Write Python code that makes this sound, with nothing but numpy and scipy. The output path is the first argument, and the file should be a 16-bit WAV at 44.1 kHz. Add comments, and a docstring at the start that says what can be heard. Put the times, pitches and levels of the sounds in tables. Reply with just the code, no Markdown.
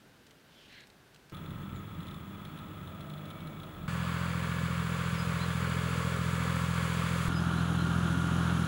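"""Four spots in an orchard, joined by hard cuts. First a quiet meadow: still air, a camera's dry ticks,
a deer brushing through weeds. From 1.3 s a three-cylinder diesel tractor drones far off at steady revs:
firings ring the silencer, injectors and valves clatter. The camera adds hum, a thin whine and two motor
whistles; small birds chirp. From 3.9 s the tractor creeps closer down a lane, its gears singing.
At 7.3 s, after a soft bump, it is heard from the grass verge with heavier beats."""
import sys
import numpy as np
from scipy import signal
from scipy.fft import rfft, irfft
from scipy.io import wavfile
from scipy.ndimage import uniform_filter1d

SR = 44100
rng = np.random.default_rng(int(sys.argv[2]) if len(sys.argv) > 2 else 0)


def transcribe(u):
    """Save the signal u as a 16-bit wav file named by the first command-line argument.

    u: samples, shape (n,) or (channels, n), limited to [-1, 1]; the rate is SR.
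    q: integer samples, one column per channel.
    """
    v = np.clip(np.atleast_2d(u).T, -1, 1)
    q = np.round(v * 32767).astype(np.int16)
    wavfile.write(sys.argv[1], SR, q)


N = 382347
TIME_S = np.arange(N) / SR
MEADOW, FAR, LANE, VERGE = range(4)

# Each entry: start of a spot in seconds; the last ends the verge.
SPOT_EDGES_S = [0, 1.322, 3.879, 7.283, 8.7]
# Each entry: time of a camera tick in seconds.
TICK_TIMES_S = [.267, .309, .724, .806, .871, .901, 1.145, 1.161, 1.297, 1.346, 1.369, 1.46, 1.506, 1.76,
                2.005, 2.03, 2.068, 2.081, 2.111, 2.144, 2.451, 2.575, 2.588, 2.874, 3.008, 3.099, 3.137,
                3.18, 3.255, 3.303, 3.312, 3.405, 3.472, 3.6, 3.633]

# Spectra of air, ticks and weeds. Each row: frequency in Hz, relative level in dB.
AIR_HZ_DB = [(18, -48), (30, -12), (107, -9.5), (139, -3.5), (167, -7.5), (260, -6.5), (288, -8.5),
             (581, -13.5), (1200, -18.5), (1560, -13.5), (1920, -19.5), (3590, -22), (5030, -26.5),
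             (7240, -31), (15000, -35)]
TICK_MEADOW_HZ_DB = [(800, -14), (2000, -1.5), (4200, -0.5), (6000, -5), (8600, -9), (9500, -13),
                     (15000, -20)]
TICK_LATER_HZ_DB = [(1000, -12), (2800, -8.5), (3420, 4.5), (3950, 0.5), (4600, -19), (7500, -23),
                    (8800, -22), (9800, -11), (10300, -19), (10900, -15), (12500, -26)]
STEMS_HZ_DB = [(1250, -22), (1600, 0), (1950, 1), (2500, -4), (3500, -7), (4200, 0), (4700, -17)]
LEAVES_HZ_DB = [(2000, -7), (3050, 3), (4000, -5), (5100, -7), (5600, -11), (6300, -12), (7000, -16)]
ROUGHNESS_HZ_DB = [(10, -6), (150, 4), (400, -14)]

# Engine speed. Each row: time in seconds, firing rate in Hz.
FIRING_S_HZ = [(1.32, 41.5), (3.85, 41.9), (3.9, 42.75), (5.1, 42.4), (7.35, 42.35), (8.65, 42.65)]
# Cylinders. Each row: relative level in dB, lateness as a share of one firing.
CYLINDER_DB_LAG = [(3, -0.0052), (-1, 0.018), (4, -0.013)]
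# Spectra of exhaust beat, gas rasp, far drone and ring. Each row: frequency in Hz, relative level in dB.
EXHAUST_HZ_DB = [(25, -39), (42, -27.5), (60, -11.5), (85, -3.5), (127, -0.8), (168, 1), (212, -12),
                 (255, -20), (340, -36.5), (600, -47.5)]
FAR_GAS_HZ_DB = [(480, -10), (620, -2), (740, -10.5)]
LANE_GAS_HZ_DB = [(330, -22), (420, 4), (560, -0.5), (620, -6.5), (720, -20)]
BLUR_HZ_DB = [(75, -12.5), (95, -12.5), (125, -4.5), (165, 1), (205, -1.5), (260, -12.5)]
RUMBLE_HZ_DB = [(30, -14), (42, 4), (60, -25), (85, 3), (110, -8)]
RING_HZ_DB = [(1150, -18.5), (1260, 3), (1340, 1), (1440, -23.5)]
# Clatter coloured by ground and trees, and hiss above it. Each row: frequency in Hz, relative level in dB.
FAR_CLATTER_HZ_DB = [(200, -0.5), (300, 4.5), (480, -5.5), (730, -9.5), (1000, -5), (1300, -3),
                     (1480, -9.5), (2000, -11.5), (3150, -15.5), (3300, -11), (3420, -8), (3600, -15),
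                     (4700, -30), (7000, -37.5)]
LANE_CLATTER_HZ_DB = [(200, 0.5), (340, -12), (570, -6.5), (710, -10.5), (900, -7), (1120, 2), (1400, -1.5),
                      (1750, -5.5), (2000, -7), (3150, -11), (3420, -9.5), (3800, -17), (4800, -17.5),
                      (5600, -39)]
VERGE_CLATTER_HZ_DB = [(180, 2), (270, 3.5), (400, -6), (500, -10.5), (600, -9), (900, -9), (1200, -3),
                       (1420, -1), (1680, -9.5), (2000, -18.5), (2600, -17.5), (3100, -13), (4000, -20),
                       (5200, -34.5)]
FAR_HISS_HZ_DB = [(3000, 1), (5200, -7), (7400, 2.5), (8700, -2.5), (10000, 1.5), (12000, 0.5), (15000, -7)]
LANE_HISS_HZ_DB = [(3500, -11), (5500, -5), (7300, 1), (8600, -4), (10500, -3), (12000, -9), (14500, -24)]
VERGE_HISS_HZ_DB = [(3500, -5), (5200, -3.5), (6800, 1.5), (8000, -4.5), (10600, -1.5), (12500, -14.5),
                    (14000, -18), (15200, -22)]
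# Far drone carried on moving air. Each row: time in seconds, gain in dB.
CARRY_S_DB = [(1.33, 3.5), (1.76, 3), (1.87, -3.5), (1.97, 3.5), (2.4, -4.5), (2.85, 0), (3.32, -4.5),
              (3.45, 4.5), (3.58, -1), (3.87, 2)]
# Gas rasp. Each row: time in seconds, level in dB.
FAR_GAS_S_DB = [(2.1, -80), (3.0, -57.5), (3.88, -58)]
LANE_GAS_S_DB = [(3.9, -54.5), (6.0, -46.5), (7.28, -48.5)]
# Gear tones. Each row: multiple of the firing rate, lane level and verge level in dB re the clatter.
GEAR_ORDER_DB = [(32, -14, -23), (100 / 3, -21, -10.5), (36, -19, -24), (40, -14, -22.5),
                 (160 / 3, -19.5, -30)]

# Camera motor hum. Each row: frequency in Hz, level in dB.
HUM_HZ_DB = [(100, -54), (150, -51), (200, -54.5), (250, -64), (300, -65.5), (350, -73)]
# Motor whistles. Each row: start, attack, hold and release in seconds.
WHISTLE_SHAPES_S = [(1.6, .15, .1, .2), (3.2, .08, .15, .22)]
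# Each entry: level of one whistle in dB.
WHISTLE_LEVELS_DB = [-62, -63]
# Chirps. Each row: start and length in seconds, start, middle and end pitch in Hz, pre-echo level in dB.
CHIRP_S_HZ_DB = [(1.74, 0.06, 7500, 6950, 6800, -69), (2.45, 0.11, 4260, 4450, 4430, -76),
                 (5.137, 0.028, 5950, 5400, 5100, -57), (5.168, 0.059, 5130, 5000, 5100, -52),
                 (5.395, 0.054, 3700, 4090, 4100, -46.5), (7.332, .075, 5200, 4975, 5200, -51.5),
                 (7.562, 0.049, 3850, 4110, 4050, -50.5), (7.781, 0.054, 3900, 4100, 4000, -51)]


def undb(db):
    """Decibels to gain."""
    return np.exp(np.asarray(db) * np.log(10) / 20)


def unit(x):
    """Scale to rms 1."""
    return x / np.sqrt(np.mean(x ** 2))


def noise():
    """White noise."""
    return rng.standard_normal(N)


def curve(table):
    """Straight lines through (seconds, value) rows."""
    return np.interp(TIME_S, *np.transpose(table))


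def walk(rate_hz):
    """Smooth random drift, rms 1."""
    points = rng.standard_normal(2048)
    drift = np.interp(TIME_S * rate_hz, np.arange(len(points)), points)
    return unit(uniform_filter1d(drift, max(int(SR / rate_hz), 1)))


def response(hz_db, size=8192):
    """Minimum-phase impulse response of a spectrum; 24 dB per octave roll-off past its ends."""
    hz, db = np.transpose(hz_db)
    octave = np.log2(np.maximum(np.arange(size // 2 + 1) * SR / size, 1))
    outside = np.abs(octave - np.clip(octave, np.log2(hz[0]), np.log2(hz[-1])))
    gain_db = np.maximum(np.interp(octave, np.log2(hz), db) - 24 * outside, -80)
    cepstrum = irfft(np.log(undb(gain_db)))
    cepstrum[1:size // 2] *= 2
    cepstrum[size // 2 + 1:] = 0
    return irfft(np.exp(rfft(cepstrum)))


def colour(x, hz_db):
    """Filter by a spectrum; rms 1."""
    return unit(signal.fftconvolve(x, response(hz_db))[:N])


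def add(out, start_s, sound):
    """Mix in a short sound."""
    i = max(int(start_s * SR), 0)
    out[i:i + len(sound)] += sound[:max(N - i, 0)]


def spot(index):
    """1 during this spot, else 0."""
    return (TIME_S >= SPOT_EDGES_S[index]) & (TIME_S < SPOT_EDGES_S[index + 1])


def swell(start_s, attack_s, hold_s, release_s, db):
    """Trapezoid gain that holds at db."""
    corners_s = start_s + np.cumsum([0, attack_s, hold_s, release_s])
    return undb(db) * np.interp(TIME_S, corners_s, [0, 1, 1, 0])


def tone(cycles, waver_rad, flutter_db):
    """Sine with wavering phase and level; rms 1."""
    return unit(np.sin(2 * np.pi * cycles + waver_rad * walk(25)) * undb(flutter_db * walk(9)))


def meadow_air():
    """Still air: faint, nearly steady noise."""
    return undb(-60 + .25 * walk(4.8)) * colour(noise(), AIR_HZ_DB)


def camera_ticks():
    """A part of the mechanism strikes, then settles with a second touch 5 ms later."""
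    out = np.zeros(N)
    t = np.arange(SR // 50) / SR
    touches = np.exp(-t / .0028) + .35 * (t > .005) * np.exp(-np.abs(t - .005) / .0018)
    for start_s in TICK_TIMES_S:
        in_meadow = start_s < SPOT_EDGES_S[FAR]
        peak_db, ring = (-46.2, TICK_MEADOW_HZ_DB) if in_meadow else (-43, TICK_LATER_HZ_DB)
        tick = signal.fftconvolve(touches * rng.standard_normal(len(t)), response(ring))
        add(out, start_s, undb(peak_db + .5 * rng.standard_normal()) * tick / np.abs(tick).max())
    return out


def deer(scrape_start_s=.51, sag_hz_per_s=3800):
    """Leaves and stems brush the deer's flank; a rough scrape sinks in pitch as a stalk bends."""
    stems = colour(noise() * undb(2 * walk(149.2)), STEMS_HZ_DB)
    leaves = colour(noise() * undb(2 * walk(120)), LEAVES_HZ_DB)
    roughness = colour(noise(), ROUGHNESS_HZ_DB)
    scrape_hz = 3520 - sag_hz_per_s * np.clip(TIME_S - scrape_start_s, 0, .5)
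    scrape = unit(roughness * np.sin(2 * np.pi * np.cumsum(scrape_hz) / SR))
    return (leaves * swell(.44, .14, .17, .13, db=-63)
            + scrape * swell(scrape_start_s, .07, .08, .09, db=-65.5)
            + stems * swell(.675, .05, .08, .07, db=-55.5))


def exhaust(firings, spread_db, jitter_s):
    """One pulse per firing rings the silencer; each cylinder has its own strength and lag."""
    number = np.arange(1, int(firings[-1]))
    db, lag = np.array(CYLINDER_DB_LAG)[number % len(CYLINDER_DB_LAG)].T
    chance = rng.standard_normal((len(number), 2))
    times_s = np.interp(number + lag, firings, TIME_S) + jitter_s * chance[:, 0]
    pulses = np.zeros(N)
    pulses[np.clip((times_s * SR).astype(int), 0, N - 1)] = undb(db + spread_db * chance[:, 1])
    return colour(-pulses, EXHAUST_HZ_DB)


def tree_echo(x, t60_s, wet_db):
    """Rows of trees smear the sound; moving air shifts the weight between two sets of paths. 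Rms 1."""
    t = np.arange(SR // 2) / SR
    decay = undb(-60 * t / t60_s)
    paths = [unit(signal.fftconvolve(x, rng.standard_normal(len(t)) * decay)[:N]) for _ in range(2)]
    mix_rad = walk(3)
    return unit(x + undb(wet_db) * (np.cos(mix_rad) * paths[0] + np.sin(mix_rad) * paths[1]))


def clatter(firings, hz_db, repeat_share, throb_db, flicker_db):
    """Injectors and valves knock alike each engine cycle, amid loose rattle; both throb per firing."""
    cycle = firings / len(CYLINDER_DB_LAG) % 1
    pattern = rng.standard_normal(3072)
    repeating = pattern[(cycle * len(pattern)).astype(int) % len(pattern)]
    knocks = rng.standard_normal(36)
    knock_db = np.interp(cycle, np.arange(len(knocks)) / len(knocks), knocks, period=1)
    gain_db = throb_db * np.cos(2 * np.pi * (firings - .2)) + knock_db + flicker_db * walk(14)
    rattle = np.sqrt(repeat_share) * repeating + np.sqrt(1 - repeat_share) * noise()
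    return colour(rattle * undb(gain_db), hz_db)


def hiss(firings, hz_db, throb_db, grain_db):
    """Grainy hiss that pulses slightly with the engine."""
    gain_db = throb_db * np.cos(2 * np.pi * firings) + grain_db * walk(200)
    return colour(noise() * undb(gain_db), hz_db)


def tractor_far(firings):
    """Behind many trees the beats blur into a drone that comes and goes, under a metallic ring."""
    beats = tree_echo(exhaust(firings, spread_db=3, jitter_s=.00071), t60_s=.54, wet_db=1.5)
    blur = undb(-49.5) * colour(noise(), BLUR_HZ_DB)
    rumble = undb(-55) * colour(noise(), RUMBLE_HZ_DB)
    carry = undb(curve(CARRY_S_DB) + 1.5 * walk(11))
    drone = carry * (undb(-47) * beats + blur + rumble)
    rattle = clatter(firings, FAR_CLATTER_HZ_DB, repeat_share=.35, throb_db=.8, flicker_db=.27)
    gas = undb(curve(FAR_GAS_S_DB)) * colour(noise(), FAR_GAS_HZ_DB)
    ring = undb(-57) * colour(noise(), RING_HZ_DB)
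    treble = undb(-69) * hiss(firings, FAR_HISS_HZ_DB, throb_db=.5, grain_db=.5)
    return drone + undb(-50.5) * rattle + gas + ring + treble


def camera_hum():
    """The motor hums in wavering harmonics from the second spot on."""
    hum = sum(undb(db) * tone(hz * TIME_S, waver_rad=.71, flutter_db=4) for hz, db in HUM_HZ_DB)
    return hum * (TIME_S >= SPOT_EDGES_S[FAR])


def camera_whine(hz=15655):
    """Thin electronic tone, at its own level in each tractor spot."""
    gain = undb(-65.5) * spot(FAR) + undb(-60.5) * spot(LANE) + undb(-69) * spot(VERGE)
    return gain * np.sqrt(2) * np.sin(2 * np.pi * hz * TIME_S)


def camera_whistles(hz=2260):
    """The motor whistles briefly, twice."""
    gain = sum(swell(*shape, db=db) for shape, db in zip(WHISTLE_SHAPES_S, WHISTLE_LEVELS_DB))
    return gain * tone(hz * TIME_S, waver_rad=2.1, flutter_db=6)


def birds():
    """Short whistled slurs with a light echo from the trees."""
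    out = np.zeros(N)
    for start_s, length_s, start_hz, middle_hz, end_hz, db in CHIRP_S_HZ_DB:
        progress = np.linspace(0, 1, int(length_s * SR))
        hz = np.polyval(np.polyfit([0, .5, 1], [start_hz, middle_hz, end_hz], 2), progress)
        envelope = np.sqrt(2 * np.abs(np.sin(np.pi * progress)))
        add(out, start_s, undb(db) * envelope * np.sin(2 * np.pi * np.cumsum(hz) / SR))
    return np.std(out) * tree_echo(unit(out), t60_s=.23, wet_db=-5)


def gears(firings, level_column):
    """Gear teeth sing at set multiples of the engine speed."""
    return sum(undb(row[level_column]) * tone(row[0] * firings, waver_rad=1, flutter_db=1.5)
               for row in GEAR_ORDER_DB)


def approach(index, engine, treble, engine_db_per_s=.89, treble_db_per_s=1.82):
    """The tractor creeps closer: levels grow from the start of the spot, the treble fastest."""
    elapsed_s = TIME_S - SPOT_EDGES_S[index]
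    return engine * undb(engine_db_per_s * elapsed_s) + treble * undb(treble_db_per_s * elapsed_s)


def tractor_lane(firings):
    """Straight down the lane: distinct beats, a puff of gas with each, bright clatter."""
    beats = tree_echo(exhaust(firings, spread_db=.9, jitter_s=.00012), t60_s=.3, wet_db=-17)
    gas = clatter(firings, LANE_GAS_HZ_DB, repeat_share=.49, throb_db=3, flicker_db=-.5)
    rattle = clatter(firings, LANE_CLATTER_HZ_DB, repeat_share=.34, throb_db=.37, flicker_db=.5)
    engine = undb(-34) * beats + undb(-40.5) * (rattle + gears(firings, level_column=1))
    treble = undb(-56.3) * hiss(firings, LANE_HISS_HZ_DB, throb_db=.1, grain_db=.68)
    return undb(curve(LANE_GAS_S_DB)) * gas + approach(LANE, engine, treble)


def bump(width_s=.003):
    """One soft, low pulse as the verge spot begins."""
    return -undb(-28) * np.exp(-((TIME_S - SPOT_EDGES_S[VERGE]) / width_s) ** 2)


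def tractor_verge(firings):
    """From the tall grass at the side: heavier beats, a nasal ring, a duller tone."""
    beats = tree_echo(exhaust(firings, spread_db=.9, jitter_s=.00012), t60_s=.3, wet_db=-15)
    rattle = clatter(firings, VERGE_CLATTER_HZ_DB, repeat_share=.29, throb_db=.5, flicker_db=.36)
    engine = undb(-30) * beats + undb(-37) * (rattle + gears(firings, level_column=2))
    treble = undb(-55) * hiss(firings, VERGE_HISS_HZ_DB, throb_db=-.5, grain_db=.7)
    return approach(VERGE, engine, treble)


def scene():
    """The four spots in turn, with camera, birds and bump over them; mono."""
    # running count of firings; the crankshaft turns slightly unevenly
    firings = np.cumsum(curve(FIRING_S_HZ)) / SR + .38 + .007 * walk(20)
    spots = [meadow_air() + deer(), tractor_far(firings), tractor_lane(firings), tractor_verge(firings)]
    orchard = sum(sound * spot(index) for index, sound in enumerate(spots))
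    camera = camera_hum() + camera_whine() + camera_whistles() + camera_ticks()
    return (orchard + camera + birds() + bump())[None]


def record(dry, cutoff_hz=15750):
    """Steep elliptic low-pass."""
    return signal.sosfilt(signal.ellip(12, .1, 80, cutoff_hz, fs=SR, output="sos"), dry)


dry = scene()
out = record(dry)
transcribe(out)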